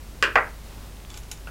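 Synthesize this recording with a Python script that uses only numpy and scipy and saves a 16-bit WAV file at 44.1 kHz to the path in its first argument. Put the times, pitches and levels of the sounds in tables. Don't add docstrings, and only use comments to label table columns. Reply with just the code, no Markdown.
import sys
import numpy as np
from scipy import signal
from scipy.fft import rfft, irfft
from scipy.io import wavfile

SR = 44100
rng = np.random.default_rng(int(sys.argv[2]) if len(sys.argv) > 2 else 0)


def wav_out(sig):
    wavfile.write(sys.argv[1], SR, np.round(np.clip(np.atleast_2d(sig).T, -1, 1) * 32767).astype(np.int16))


N = 66150

# (frequency [Hz], level [dB])
AIR_COLOUR = [(65, -12), (110, -2), (243, -4), (332, -7), (547, -9.5), (595, -10.5), (884, -13),
              (1020, -12.5), (1400, -15.5), (10100, -23), (16000, -26.5)]
# (frequency [Hz], rms level [dB])
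HUM_TONES = [(50, -42), (100, -66), (150, -62)]
AIR_DB, RUMBLE_DB = -47.5, -45
RUMBLE_LOW_HZ, RUMBLE_HIGH_HZ = 5, 81

# (frequency [Hz], t60 [s])
ROOM_T60 = [(150, 0.32), (500, 0.28), (1500, .26), (2800, 0.2), (5000, 0.14), (14000, 0.17)]
# (frequency [Hz], level [dB])
TAIL_COLOUR = [(300, 3), (2000, 1), (4000, -3), (14000, -6)]
ROOM_GAP_S, ROOM_BUILD_S = 0.0004, 0.001
# (delay [s], level [dB])
ECHOES = [(.0024, 2), (.0050, -2), (.0126, -10), (.0203, -0.5), (.0280, -4.5)]
ECHO_TOP_HZ = 2300

# (frequency [Hz], level [dB])
RUSTLE_COLOUR = [(100, 4.5), (300, -10.5), (800, -6.5), (2000, -14.5), (4000, -16.5), (8000, -24),
                 (16000, -27)]
RUSTLE_START_S, RUSTLE_END_S, RUSTLE_FADE_S, RUSTLE_DB = 0.604, 0.916, 0.061, -48.5

# (frequency [Hz], level [dB], t60 [s])
SCRAPE_MODES = [(1290, -3, 0.0089), (2380, -6, 0.025), (3450, -2, 0.037), (4480, -1, .008),
                (7550, -6.5, 0.038)]
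SCRAPE_START_S, SCRAPE_END_S, SCRAPE_FADE_S, SCRAPE_DB = 1.083, 1.195, .025, -50.5
SCRAPE_PER_S = 900

# (time [s], level [dB])
SNAPS = [(0.9235, -29), (0.970, -29.5), (1.002, -29), (1.0498, -23.5)]
# (frequency [Hz], level [dB])
SNAP_COLOUR = [(500, -9), (3300, 9), (6000, -17), (15000, -22)]
# (time [s], level [dB])
KNOCKS = [(1.4728, -13)]
# (frequency [Hz], level [dB])
KNOCK_COLOUR = [(300, -15), (750, -2), (1000, -17), (1430, 5), (2000, -19), (2650, -5), (3400, -25),
                (12000, -34)]
# (frequency [Hz], level [dB], t60 [s])
KNOCK_MODES = [(1363, -7, 0.087), (1460, -8, .06), (2690, -4, 0.045)]

# (time [s], level [dB], treble corner [Hz])
TICKS = [(1.1017, -18, 7900), (1.1415, -14, 5900), (1.1742, -14, 14500), (1.2338, -23.5, 8000),
         (1.3144, -7, 13900), (1.3187, -14, 11350), (1.374, -22, 6250)]
# (frequency [Hz], level [dB])
TICK_COLOUR = [(300, -20), (850, -8), (1900, -7), (2500, 1.5), (3900, -4.5), (4400, -9), (6900, 5.5),
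               (8200, -7.5), (11000, -2), (16000, -14)]
# (frequency [Hz], level [dB], t60 [s])
CHASSIS_MODES = [(846, -6.5, 0.14), (1478, -6.5, 0.086), (3676, -11.5, 0.14), (3960, -6, 0.076),
                 (5300, -7, 0.051), (6400, -3, 0.032), (6735, -2, 0.043), (7120, 0, 0.05),
                 (6800, -8.5, 0.16), (10010, -8.5, 0.039)]
CHASSIS_RING_DB = -29.5

# (time [s], level [dB])
SHAFT_HITS = [(0.2257, 7), (0.2383, -3)]
# (frequency [Hz], level [dB])
SHAFT_COLOUR = [(150, -23.5), (410, -13), (580, -5), (740, -24), (1050, -2.5), (1580, 3), (2130, -8),
                (2750, -0.5), (3700, -13), (5000, -9), (6500, -18.5), (7400, -15.5), (8600, -23.5),
                (16000, -34)]
# (frequency [Hz], level [dB], t60 [s])
SHAFT_MODES = [(321, -19, .45), (355, -16, .45), (410, -13, .45), (449, -13, .35), (555, -15, .3),
               (1321, -3, .25), (1530, -1, .2), (1623, 0, .2), (1702, -3, .24), (1737, -4, .2),
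               (1881, -6, .2), (1940, -5, .2), (2359, -9, .22), (2431, -7, .27), (2500, -10, .25),
               (2581, -7, .23), (2785, -9, .2), (2845, -7, .22), (3009, -9, .15)]
# (frequency [Hz], level [dB], t60 [s])
SHAFT_BODY_MODES = [(480, -30, 0.076), (1620, -34, 0.025), (1900, -22, 0.11), (2680, -21, 0.024),
                    (5000, -25, 0.017), (7000, -29, 0.013)]
# (time [s], level [dB])
HANDLE_HITS = [(0.3556, 6), (0.3568, 9.5), (0.3612, 3.5)]
# (frequency [Hz], level [dB])
HANDLE_COLOUR = [(100, -15), (340, -23), (470, -2.5), (720, 0.5), (1050, 1.5), (1950, 2), (2200, 1),
                 (2550, -3.5), (3000, -12), (4000, -24), (4750, -19), (5700, -29), (6600, -27), (8500, -39),
                 (16000, -41)]
# (frequency [Hz], level [dB], t60 [s])
HANDLE_MODES = [(405, -12, .34), (462, -7, .3), (524, -7, .25), (617, -4, .25), (767, -5, .24),
                (835, -6, .22), (920, -4, .22), (970, -5, .22), (1021, 0, .23), (1154, -2, .23),
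                (1229, -1, .23), (1284, -2, .23), (1365, 0, .24), (1423, -1, .24), (1550, -1, .24),
                (1627, -2, .23), (1680, -4, .23), (1850, -2, .24), (1901, -5, .25), (1967, -3, .27),
                (2036, -6, .27), (2520, -9, .23)]
# (frequency [Hz], level [dB], t60 [s])
THUMP_MODES = [(123, -51.5, .35), (171, -53, 0.21), (257, -46, 0.27), (330, -48, 0.38)]
SHAFT_RING_DB, HANDLE_RING_DB = -28, -31
RING_BUILD_S = 0.0019
BENDING_S = 0.00118

TOP_HZ = 15800


def undb(db):
    return 10 ** (np.asarray(db) / 20)


def unit(x):
    return x / np.sqrt(np.mean(x ** 2) + 1e-18)


def along(points, hz):
    f, v = np.array(points, float).T
    return np.interp(np.log(np.maximum(hz, 1)), np.log(f), v)


def through(x, response):
    return signal.fftconvolve(x, response)[:N]


def colour(points, size=4096):
    hz = np.arange(size // 2 + 1) * SR / size
    cepstrum = irfft(np.log(undb(along(points, hz))))
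    cepstrum[1:size // 2] *= 2
    cepstrum[size // 2 + 1:] = 0
    response = irfft(np.exp(rfft(cepstrum)))
    return response / np.linalg.norm(response)


def pushes(rows):
    x = np.zeros(N)
    for s, db in rows:
        x[int(np.clip(s * SR, 0, N - 1))] += undb(db)
    return x


def strongest(hits):
    return pushes([max(hits, key=lambda row: row[1])])


def gate(start, end, fade):
    t = np.arange(N) / SR
    return np.clip(np.minimum(t - start, end - t) / fade, 0, 1)


def ring(modes):
    t = np.arange(N // 2) / SR
    return sum(undb(db - 60 * t / t60) * np.sin(2 * np.pi * hz * t) for hz, db, t60 in modes)


def wash(t60_scale, count=24):
    size = N // 2
    t = np.arange(size) / SR
    hz = np.arange(size // 2 + 1) * SR / size
    noise = rfft(rng.standard_normal(size))
    centres = np.geomspace(100, 18000, count)
    build = 1 - np.exp(-np.maximum(t - ROOM_GAP_S, 0) / ROOM_BUILD_S)
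    out = 0
    for centre, pick in zip(centres, np.eye(count)):
        share = np.interp(hz, centres, pick)
        t60 = t60_scale * along(ROOM_T60, centre)
        fade = np.exp(-np.log(1000) * t / t60)
        band = irfft(noise * share, size) * build * fade
        out = out + band * np.sqrt(share.mean()) / np.linalg.norm(band)
    return out / np.linalg.norm(out)


def strike(force, points, direct_db, wash_db, t60_scale):
    crack = through(force, colour(points))
    tail = through(crack, wash(t60_scale))
    return undb(direct_db) * crack + undb(wash_db) * tail


def bend(x):
    hz = np.arange(N + 1) * SR / (2 * N)
    delay = BENDING_S * np.sqrt(1000 / np.maximum(hz, 50))
    lag = delay - delay[-1]
    turns = np.cumsum(lag) * hz[1]
    return irfft(rfft(x, 2 * N) * np.exp(-2j * np.pi * turns))[:N]


def landing(hits, points, direct_db, echo_db, wash_db, t60_scale):
    crack = bend(through(pushes(hits), colour(points)))
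    blow = bend(through(strongest(hits), colour(points)))
    dulling = signal.butter(2, ECHO_TOP_HZ, fs=SR)
    echoes = signal.lfilter(*dulling, through(blow, pushes(ECHOES)))
    tail = through(through(blow, colour(TAIL_COLOUR)), wash(t60_scale))
    return undb(direct_db) * crack + undb(echo_db) * echoes + undb(wash_db) * tail


def landing_ring(hits, modes, ring_db):
    response = ring(modes)
    t = np.arange(len(response)) / SR
    response = response * (1 - np.exp(-t / RING_BUILD_S))
    return undb(ring_db) * through(strongest(hits), response)


def background():
    t = np.arange(N) / SR
    hz = np.arange(N // 2 + 1) * SR / N
    air = irfft(rfft(rng.standard_normal(N)) * undb(along(AIR_COLOUR, hz)), N)
    rumble_band = signal.butter(2, [RUMBLE_LOW_HZ, RUMBLE_HIGH_HZ], "band", fs=SR, output="sos")
    rumble = signal.sosfilt(rumble_band, rng.standard_normal(N))
    hum = 0
    for f, db in HUM_TONES:
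        hum = hum + np.sqrt(2) * undb(db) * np.sin(2 * np.pi * (f * t + rng.random()))
    return undb(AIR_DB) * unit(air) + undb(RUMBLE_DB) * unit(rumble) + hum


def rustle():
    brushing = through(rng.standard_normal(N), colour(RUSTLE_COLOUR))
    return undb(RUSTLE_DB) * gate(RUSTLE_START_S, RUSTLE_END_S, RUSTLE_FADE_S) * brushing


def handling():
    snaps = through(pushes(SNAPS), colour(SNAP_COLOUR))
    force = pushes(KNOCKS)
    knock = strike(force, KNOCK_COLOUR, direct_db=-4.5, wash_db=1.5, t60_scale=0.77)
    knock_ring = undb(-25.5) * through(force, ring(KNOCK_MODES))
    return snaps + knock + knock_ring


def scrape():
    slips = (rng.random(N) < SCRAPE_PER_S / SR) * rng.standard_normal(N)
    scraping = unit(through(slips, ring(SCRAPE_MODES)))
    return undb(SCRAPE_DB) * gate(SCRAPE_START_S, SCRAPE_END_S, SCRAPE_FADE_S) * scraping


def screw():
    force = 0
    for s, db, corner_hz in TICKS:
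        softness = signal.butter(2, min(corner_hz, SR * 4 / 9), fs=SR)
        force = force + signal.lfilter(*softness, pushes([(s, db)]))
    chatter = strike(force, TICK_COLOUR, direct_db=-11, wash_db=-3, t60_scale=0.074)
    room = undb(-5.5) * through(through(force, colour(TICK_COLOUR)), wash(0.85))
    chassis = undb(CHASSIS_RING_DB) * through(force, ring(CHASSIS_MODES))
    return chatter + room + chassis


def screwdriver():
    shaft = landing(SHAFT_HITS, SHAFT_COLOUR, direct_db=-1, echo_db=-7, wash_db=-1.0, t60_scale=1.19)
    shaft_body = undb(-6) * through(strongest(SHAFT_HITS), ring(SHAFT_BODY_MODES))
    shaft_ring = landing_ring(SHAFT_HITS, SHAFT_MODES, SHAFT_RING_DB)
    handle = landing(HANDLE_HITS, HANDLE_COLOUR, direct_db=0, echo_db=-1.5, wash_db=-1, t60_scale=1.05)
    handle_ring = landing_ring(HANDLE_HITS, HANDLE_MODES, HANDLE_RING_DB)
    thump = landing_ring(HANDLE_HITS, THUMP_MODES, 0)
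    return shaft + shaft_body + shaft_ring + handle + handle_ring + thump


def scene():
    mix = background() + rustle() + handling() + scrape() + screw() + screwdriver()
    return mix[None]


def record(dry):
    return signal.sosfilt(signal.ellip(10, .2, 80, TOP_HZ, fs=SR, output="sos"), dry)


dry = scene()
out = record(dry)
wav_out(out)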